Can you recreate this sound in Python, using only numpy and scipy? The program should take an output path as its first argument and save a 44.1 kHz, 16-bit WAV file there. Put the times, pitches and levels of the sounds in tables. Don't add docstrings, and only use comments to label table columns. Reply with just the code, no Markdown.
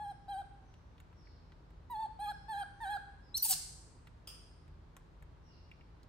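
import sys
import numpy as np
from scipy import signal
from scipy.fft import rfft, irfft
from scipy.io import wavfile

SR = 44100
rng = np.random.default_rng(int(sys.argv[2]) if len(sys.argv) > 2 else 0)


def to_wav(s):
    ch = np.atleast_2d(s).T
    pcm = np.round(np.clip(ch, -1, 1) * 32767)
    wavfile.write(sys.argv[1], SR, pcm.astype(np.int16))


N = 268480
TIME = np.arange(N) / SR
CUTOFF_HZ = 15750


def from_db(db):
    return 10 ** (np.asarray(db) / 20)


def rms_one(x):
    return x / np.sqrt(np.mean(x ** 2))


def at_hz(points, hz):
    knots, values = np.transpose(points)
    return np.interp(np.log(np.maximum(hz, 1)), np.log(knots), values)


def drift(size, rate):
    r = np.exp(-2 * np.pi * rate / SR)
    wander = signal.lfilter([1], [1, -2 * r, r * r], rng.standard_normal(size + SR))
    return rms_one(wander)[SR:]


def cycles(pitch, jitter, rate):
    return 2 * np.pi * np.cumsum(pitch * (1 + jitter * drift(len(pitch), rate))) / SR


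def resonate(x, hz, width):
    r = np.exp(-np.pi * width / SR)
    feedback = [1, -2 * r * np.cos(2 * np.pi * hz / SR), r * r]
    return signal.lfilter(np.array([1, 0, -1]) * (1 - r * r) / 2, feedback, x)


def colour(x, spectrum):
    gain = from_db(at_hz(spectrum, np.fft.rfftfreq(x.shape[-1], 1 / SR)))
    return irfft(rfft(x) * gain, x.shape[-1])


def add(out, s, sound):
    start = round(s * SR)
    out[start:start + len(sound)] += sound[:N - start]


def burst(t60):
    t = TIME[:SR // 4]
    return rng.standard_normal(len(t)) * from_db(-60 * t / t60)


def arch(t, length):
    return np.sin(np.pi * np.clip(t / length, 0, 1))


def eased(t, times, values):
    steps = np.arange(len(times))
    place = np.interp(t, times, steps)
    smooth_place = np.floor(place) + (1 - np.cos(np.pi * (place % 1))) / 2
    return np.interp(smooth_place, steps, values)


def call_span(start, end, fade_s):
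    at = np.flatnonzero((TIME > start - fade_s) & (TIME < end + fade_s))
    inside_s = np.minimum(TIME[at] - start, end - TIME[at])
    return at, np.clip(1 + inside_s / fade_s, 0, 1) ** 2


def gesture(rows, fade_s):
    s, *columns = np.transpose(rows)
    at, gate = call_span(s[0], s[-1], fade_s)
    return at, gate, [np.interp(TIME[at], s, column) for column in columns]


def diffuse(size):
    # hz, likeness (1 = the same, 0 = unrelated)
    likeness = [(30, 1), (120, 0.69), (300, 0.71), (1000, 0), (3000, 0.17), (15000, 0)]
    alike = at_hz(likeness, np.fft.rfftfreq(size, 1 / SR))
    mid, side = rfft(rng.standard_normal((2, size)))
    shared = np.sqrt((1 + alike) / 2) * mid
    opposed = np.sqrt((1 - alike) / 2) * side
    return irfft(shared + opposed * [[1], [-1]], size)


def room(x, first_s=.003, build_s=.0035, longer=1):
    # hz, t60_s (time to fall 60 dB)
    decay_times = [(300, .5), (800, 0.79), (1700, 0.75), (4500, 0.76), (8000, 0.75), (11000, 0.47),
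                   (15000, 0.18)]
    # hz, level_db (against the direct sound)
    echo_gain = [(300, -10.5), (800, -11), (1700, -1.5), (3300, -8), (4800, -5), (8000, -4), (10500, -12.5),
                 (15000, -9)]
    t, hz = TIME[:SR], np.fft.rfftfreq(SR, 1 / SR)
    noise, tail = rfft(diffuse(SR)), 0
    onset = 1 - np.exp(-np.maximum(t - first_s, 0) / build_s)
    for k, (_, t60) in enumerate(decay_times):
        band = at_hz([(f, j == k) for j, (f, _) in enumerate(decay_times)], hz)
        decay = onset * from_db(-60 * t / (t60 * longer))
        tail = tail + irfft(noise * band, SR) * decay / np.linalg.norm(decay)
    echoes = colour(tail, echo_gain)[:, :-SR // 10]
    return signal.fftconvolve(x[None], echoes, axes=1)[:, :N]


def ports(x):
    # hz, left_lead_radians
    port_phase = [(100, -6), (950, 0.81), (1650, -2), (2100, 1.5), (3400, 1.4), (4200, .5), (4650, 1.5),
                  (5300, 2), (8900, -1.7), (10000, -2), (12000, -5), (16000, -5.5)]
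    turn = at_hz(port_phase, np.fft.rfftfreq(2 * N, 1 / SR))
    return irfft(rfft(x, 2 * N) * np.exp(1j * turn / 2 * np.array([[1], [-1]])))[:, :N]


def background(noise_db=-58.5, waver_db=3.0):
    # hz, relative_level_db (per Hz)
    quiet = [(13, -34.5), (22, -11.5), (43, 2.5), (112, -8), (140, -6), (169, -14), (256, -15),
             (310, -15.5), (710, -23), (910, -20), (1670, -28.5), (2020, -32), (2820, -36), (4260, -38),
             (16000, -64.5)]
    # pitch_hz, level_db (rms)
    hum_tones = [(53, -66), (79, -67.5), (110, -71.5), (163, -71.5)]
    noise = from_db(noise_db) * rms_one(colour(diffuse(N), quiet))
    hum = 0
    for hz, db in hum_tones:
        strength = from_db(db + waver_db * drift(N, 2.8))
        hum = hum + strength * np.sin(cycles(np.full(N, hz), jitter=.015, rate=3))
    return noise + np.sqrt(2) * hum


def far_chirps(jitter=.018, lift_db=5.0, hold=2):
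    # (peak sent to the room, before lift_db)
    chirps = [(0.0, .06, 5580, 4800, -72.5), (0.597, 0.08, 6200, 5000, -75.5),
              (1.102, .19, 5680, 2980, -68), (2.284, 0.042, 5450, 4540, -63.5),
              (2.681, 0.077, 6150, 5380, -78), (3.184, .08, 5200, 4590, -66.5),
              (5.39, .15, 5734, 3090, -66.5), (5.438, 0.071, 2900, 2590, -68)]
    out = np.zeros(N)
    for s, length, start_hz, end_hz, db in chirps:
        fall = np.linspace(0, 1, int(length * SR)) ** hold
        pitch = start_hz + (end_hz - start_hz) * fall
        whistle = signal.windows.tukey(len(pitch)) * np.sin(cycles(pitch, jitter, rate=300))
        add(out, s, from_db(db + lift_db) * whistle)
    return room(out, build_s=0.049, longer=1.4)


def bumps(t60=0.28, rise_s=.006):
    # start_s, pitch_hz, level_db (where the decay starts; the soft rise keeps the peak lower)
    seat_bumps = [(1.129, 96, -51.5), (3.53, 153, -53), (3.708, 133.6, -51.5), (3.801, 161, -64),
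                  (4.67, 146.6, -52)]
    out, t = np.zeros(N), TIME[:SR // 2]
    for s, hz, db in seat_bumps:
        swell = 1 - np.exp(-t / rise_s)
        add(out, s, from_db(db - 60 * t / t60) * swell * np.sin(2 * np.pi * hz * t))
    return out


def ticks(t60=0.034, crack_hz=7000, crack_width_hz=5000, crack_gain_db=1.0):
    # (against the knock, before crack_gain_db)
    tick_rows = [(0.74, -54.5, 1460, 1540, -31), (0.980, -56.5, 2200, 1210, -22),
                 (1.001, -51.5, 1820, 1370, -9.5), (1.128, -56, 1190, 495, -28),
                 (1.27, -58, 2030, 250, -45), (1.520, -53.5, 1440, 900, -33),
                 (1.705, -60, 900, 1200, -14.5), (3.529, -40, 1149, 350, -15),
                 (4.071, -50, 1295, 1390, -16), (4.679, -59.5, 1312, 1520, -13),
                 (4.966, -42.5, 950, 751, -16), (5.224, -51, 1100, 900, -16), (5.714, -48, 2510, 330, -34),
                 (5.81, -55, 2360, 280, -40), (6.031, -56.5, 3940, 1960, -9)]
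    out = np.zeros(N)
    for s, db, hz, width, crack_db in tick_rows:
        noise = burst(t60)
        knock = resonate(resonate(noise, hz, 2 * width), hz, 2 * width)
        crack = resonate(noise, crack_hz, crack_width_hz)
        tick = knock + from_db(crack_db + crack_gain_db) * crack
        add(out, s, from_db(db) * tick / np.abs(tick).max())
    return out


def snap(start_s=4.273, level_db=-42.5, t60=0.092):
    # hz, width_hz, relative_level_db
    modes = [(950, 750, -0.5), (3090, 300, 9.5), (5000, 250, 10.5), (6650, 1070, -7), (9080, 1160, 3.5),
             (13000, 4000, -11)]
    out, crack = np.zeros(N), burst(t60)
    ring = sum(from_db(db) * resonate(crack, hz, width) for hz, width, db in modes)
    add(out, start_s, from_db(level_db) * ring)
    return out


def squeaks(jitter=0.035, shimmer_db=4.5, glide_ease=2, swell_power=.8):
    # start_s, length_s, start_hz, end_hz, first_db, second_db, third_db (harmonics, rms at
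    glides = [(3.342, 0.024, 3820, 4353, -32.5, -54, -73.5, 0.1),
              (3.361, .024, 4500, 6216, -37, -37, -69.5, 0.5),
              (3.422, 0.017, 4520, 4740, -42.5, -45.5, -27, .35),
              (3.437, .016, 4500, 4630, -48, -33, -47.5, .35), (3.487, .013, 3750, 4560, -51, -40, -50, .5)]
    out = np.zeros(N)
    for s, length, start_hz, end_hz, *levels, rough in glides:
        t = TIME[:int(length * SR)]
        pitch = end_hz + (start_hz - end_hz) * (1 - t / length) ** glide_ease
        phase = cycles(pitch, jitter * rough, rate=770)
        tremble = from_db(shimmer_db * rough * drift(len(t), 460))
        strength = arch(t, length) ** swell_power * tremble
        harmonics = sum(from_db(db) * np.sin((k + 1) * phase) for k, db in enumerate(levels))
        add(out, s, np.sqrt(2) * strength * harmonics)
    return out


def shriek(rows, jitter=0.0037, noise_share=0.6, focus_db=10.5, shudder_db=1.0, tear_db=1.5):
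    # hz, gain_db
    mouth = [(1200, -0.5), (1900, -18), (3000, 0.5), (3350, -6.5), (4600, 4.5), (5400, 0), (6700, -3),
             (7700, -2), (8500, 3.5), (10000, 4), (12200, -2), (13200, -1.5), (14200, -2.5), (15500, -0.5)]
    # start_s, length_s, peak_db (rms)
    low_tones = [(3.446, 0.025, -49), (3.494, .04, -44)]
    at, gate, (pitch, level_db, centre) = gesture(rows, fade_s=0.0035)
    phase, size = cycles(pitch, jitter, rate=400), len(at)
    rasp, power = 0, 0
    for k in range(2, 26):
        octaves = np.log2(k * pitch / centre)
        gain_db = at_hz(mouth, k * pitch) - focus_db * np.tanh(octaves ** 2)
        gain = from_db(gain_db) * (k * pitch < CUTOFF_HZ)
        steady = np.sqrt(2 * (1 - noise_share)) * np.sin(k * phase + rng.uniform(0, 2 * np.pi))
        smeared = drift(size, 500) * np.sin(k * phase) + drift(size, 500) * np.cos(k * phase)
        rasp = rasp + gain * (steady + np.sqrt(noise_share) * smeared)
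        power = power + gain ** 2
    strength = from_db(level_db + shudder_db * drift(size, 350) + tear_db * drift(size, 110))
    low = sum(from_db(db) * arch(TIME[at] - s, length) for s, length, db in low_tones)
    out = np.zeros(N)
    out[at] = gate * (strength * rasp / np.sqrt(power) + np.sqrt(2) * low * np.sin(phase))
    return out


def coo_controls(t, length, crest_s, sag_s, crest_hz, sag_hz, second_hz, db, octave_db, over_db,
                 swell_db, brighten_db, rise_hz_per_s=1500, sink_hz_per_s=950,
                 attack_s=.011, attack_db=8, release_s=.011, release_db=12, drop_hz=90,
                 push_db=1, push_overtones_db=2, overtone_share=.27):
    second_s = sag_s + .5 * (length - sag_s)
    times = [0, crest_s, sag_s, second_s, length]
    release = np.clip(1 + (t - length) / release_s, 0, 1) ** 2
    start_hz = crest_hz - rise_hz_per_s * crest_s
    end_hz = second_hz - sink_hz_per_s * (length - second_s)
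    pitch = eased(t, times, [start_hz, crest_hz, sag_hz, second_hz, end_hz]) - drop_hz * release
    push = eased(t, times, [0, 1, 0, 1, 0]) - .5
    onset_db = -attack_db * np.exp(-np.maximum(t, 0) / attack_s)
    progress = t / length - .5
    bright_db = brighten_db * progress
    low_db = db + onset_db + swell_db * progress + push_db * push - release_db * release
    second_db = octave_db + onset_db + bright_db
    upper_db = over_db + onset_db + overtone_share * bright_db
    upper_db = upper_db + push_overtones_db * push - release_db * release / 2
    return pitch, low_db, second_db, upper_db


def coo(start, length, *shape, roughness, jitter=0.011, shimmer_db=1.3, flutter_db=4.0, air_db=2.5,
        fresh_share=.35, tense_hz=900, tense_db_per_hz=.2782):
    # hz, gain_db
    throat = [(600, -12), (1350, 2.5), (1650, -2), (2050, -23.5), (2400, -11), (2850, -11.5), (3250, 1),
              (3700, -1), (4300, -1), (4750, -11.5), (5600, -24.5), (6800, -22.5), (8000, -16), (8900, -4),
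              (9700, -17.5), (11000, -22), (13800, -18.5), (15300, -37)]
    # centre_s, length_s, peak_db (rms)
    hoarse = [(2.284, 0.029, -54.5), (2.617, 0.017, -67), (2.946, .02, -68)]
    at, gate = call_span(start, start + length, fade_s=.003)
    t, size = TIME[at] - start, len(at)
    pitch, low_db, second_db, over_db = coo_controls(t, length, *shape)
    rough = roughness * np.interp(t, [0, length], [fresh_share, 1])
    phase = cycles(pitch, jitter * rough, rate=240)
    fundamental = from_db(low_db + shimmer_db * rough * drift(size, 37)) * np.sin(phase)
    octave = from_db(second_db) * np.sin(2 * phase)
    upper, tense_db = 0, tense_db_per_hz * np.maximum(pitch - tense_hz, 0)
    for k in range(3, 22):
        gain_db = at_hz(throat, k * pitch) + tense_db * (k * pitch / CUTOFF_HZ) ** 2
        gain = from_db(gain_db + flutter_db * drift(size, 40))
        upper = upper + gain * (k * pitch < CUTOFF_HZ) * np.sin(k * phase)
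    air = colour(rng.standard_normal(size), throat) * (1 + np.cos(phase))
    voice = fundamental + octave + from_db(over_db) * (upper + from_db(air_db) * rough * air)
    for s, spell, half_db in hoarse:
        swell = np.exp(-(2 * (TIME[at] - s) / spell) ** 2)
        voice += from_db(half_db) * swell * np.sin(phase + phase / 2)
    out = np.zeros(N)
    out[at] = np.sqrt(2) * gate * voice
    return out


def scene(coo_wet_db=-1.5, tick_wet_db=-7.5, snap_wet_db=8.5):
    # start_s, length_s, first_crest_s and
    # sag_s (after the start), first_crest_hz, sag_hz, second_crest_hz, fundamental_db, octave_db,
    # overtones_db (levels before the push, swell, attack and release), swell_db and
    # brightening_db (change over the call; upper overtones take part of it), roughness (0-1)
    coo_rows = [(-0.015, 0.14, 0.037, 0.076, 851.4, 802.6, 819, -42.5, -62.5, -71.5, -2, -6.5, .35),
                (0.282, 0.14, 0.024, 0.078, 812.5, 759.6, 806.3, -41, -59, -67.5, -1.5, -1, 0.3),
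                (1.9, .166, 0.011, 0.062, 981, 848, 891, -39.5, -66.5, -69, 3, -5, 0.65),
                (2.192, 0.13, 0.039, 0.08, 847, 812.5, 842.7, -38.7, -55, -60.5, 0.5, 13, 0.64),
                (2.484, .152, .015, .07, 886, 795, 823.7, -39.5, -50, -62, 1, 6, 0.7),
                (2.804, 0.17, .012, 0.065, 918, 766.6, 834.6, -40, -47.5, -62, 6, 4, 0.6)]
    # time_s, pitch_hz, rasp_db (rms, before it
    # shudders), rasp_centre_hz
    catch_rows = [(3.362, 1006, -52, 7570), (3.381, 1025, -42.5, 7420), (3.388, 1010, -54.5, 8000)]
    shriek_rows = [(3.421, 1003, -48.5, 12500), (3.437, 984.3, -38.5, 13500), (3.455, 891.5, -32, 11200),
                   (3.483, 813.7, -39, 9600), (3.5, 776, -28.5, 11000), (3.516, 766, -29, 9800),
                   (3.531, 708, -32.5, 5000), (3.545, 685.6, -40, 5500)]
    # time_s, left_minus_right_db
    coo_pan = [(.4, 0.5), (2.0, -1), (2.3, -1), (2.9, -1.5)]
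    coos = sum(coo(*row, roughness=roughness) for *row, roughness in coo_rows)
    cry = squeaks() + shriek(catch_rows) + shriek(shriek_rows)
    small_ticks, crack = ticks(), snap()
    lean_db = np.interp(TIME, *np.transpose(coo_pan))
    lean = from_db(lean_db / 2 * np.array([[1], [-1]]))
    direct = ports(coos) * lean + ports(cry + small_ticks + crack)
    sent = from_db(coo_wet_db) * coos + cry
    sent = sent + from_db(tick_wet_db) * small_ticks + from_db(snap_wet_db) * crack
    return direct + room(sent) + far_chirps() + bumps() + background()


def record(dry, low_cut_hz=31):
    dry = signal.sosfilt(signal.butter(4, low_cut_hz, "high", fs=SR, output="sos"), dry)
    return signal.sosfilt(signal.ellip(10, .2, 70, CUTOFF_HZ, fs=SR, output="sos"), dry)


dry = scene()
out = record(dry)
to_wav(out)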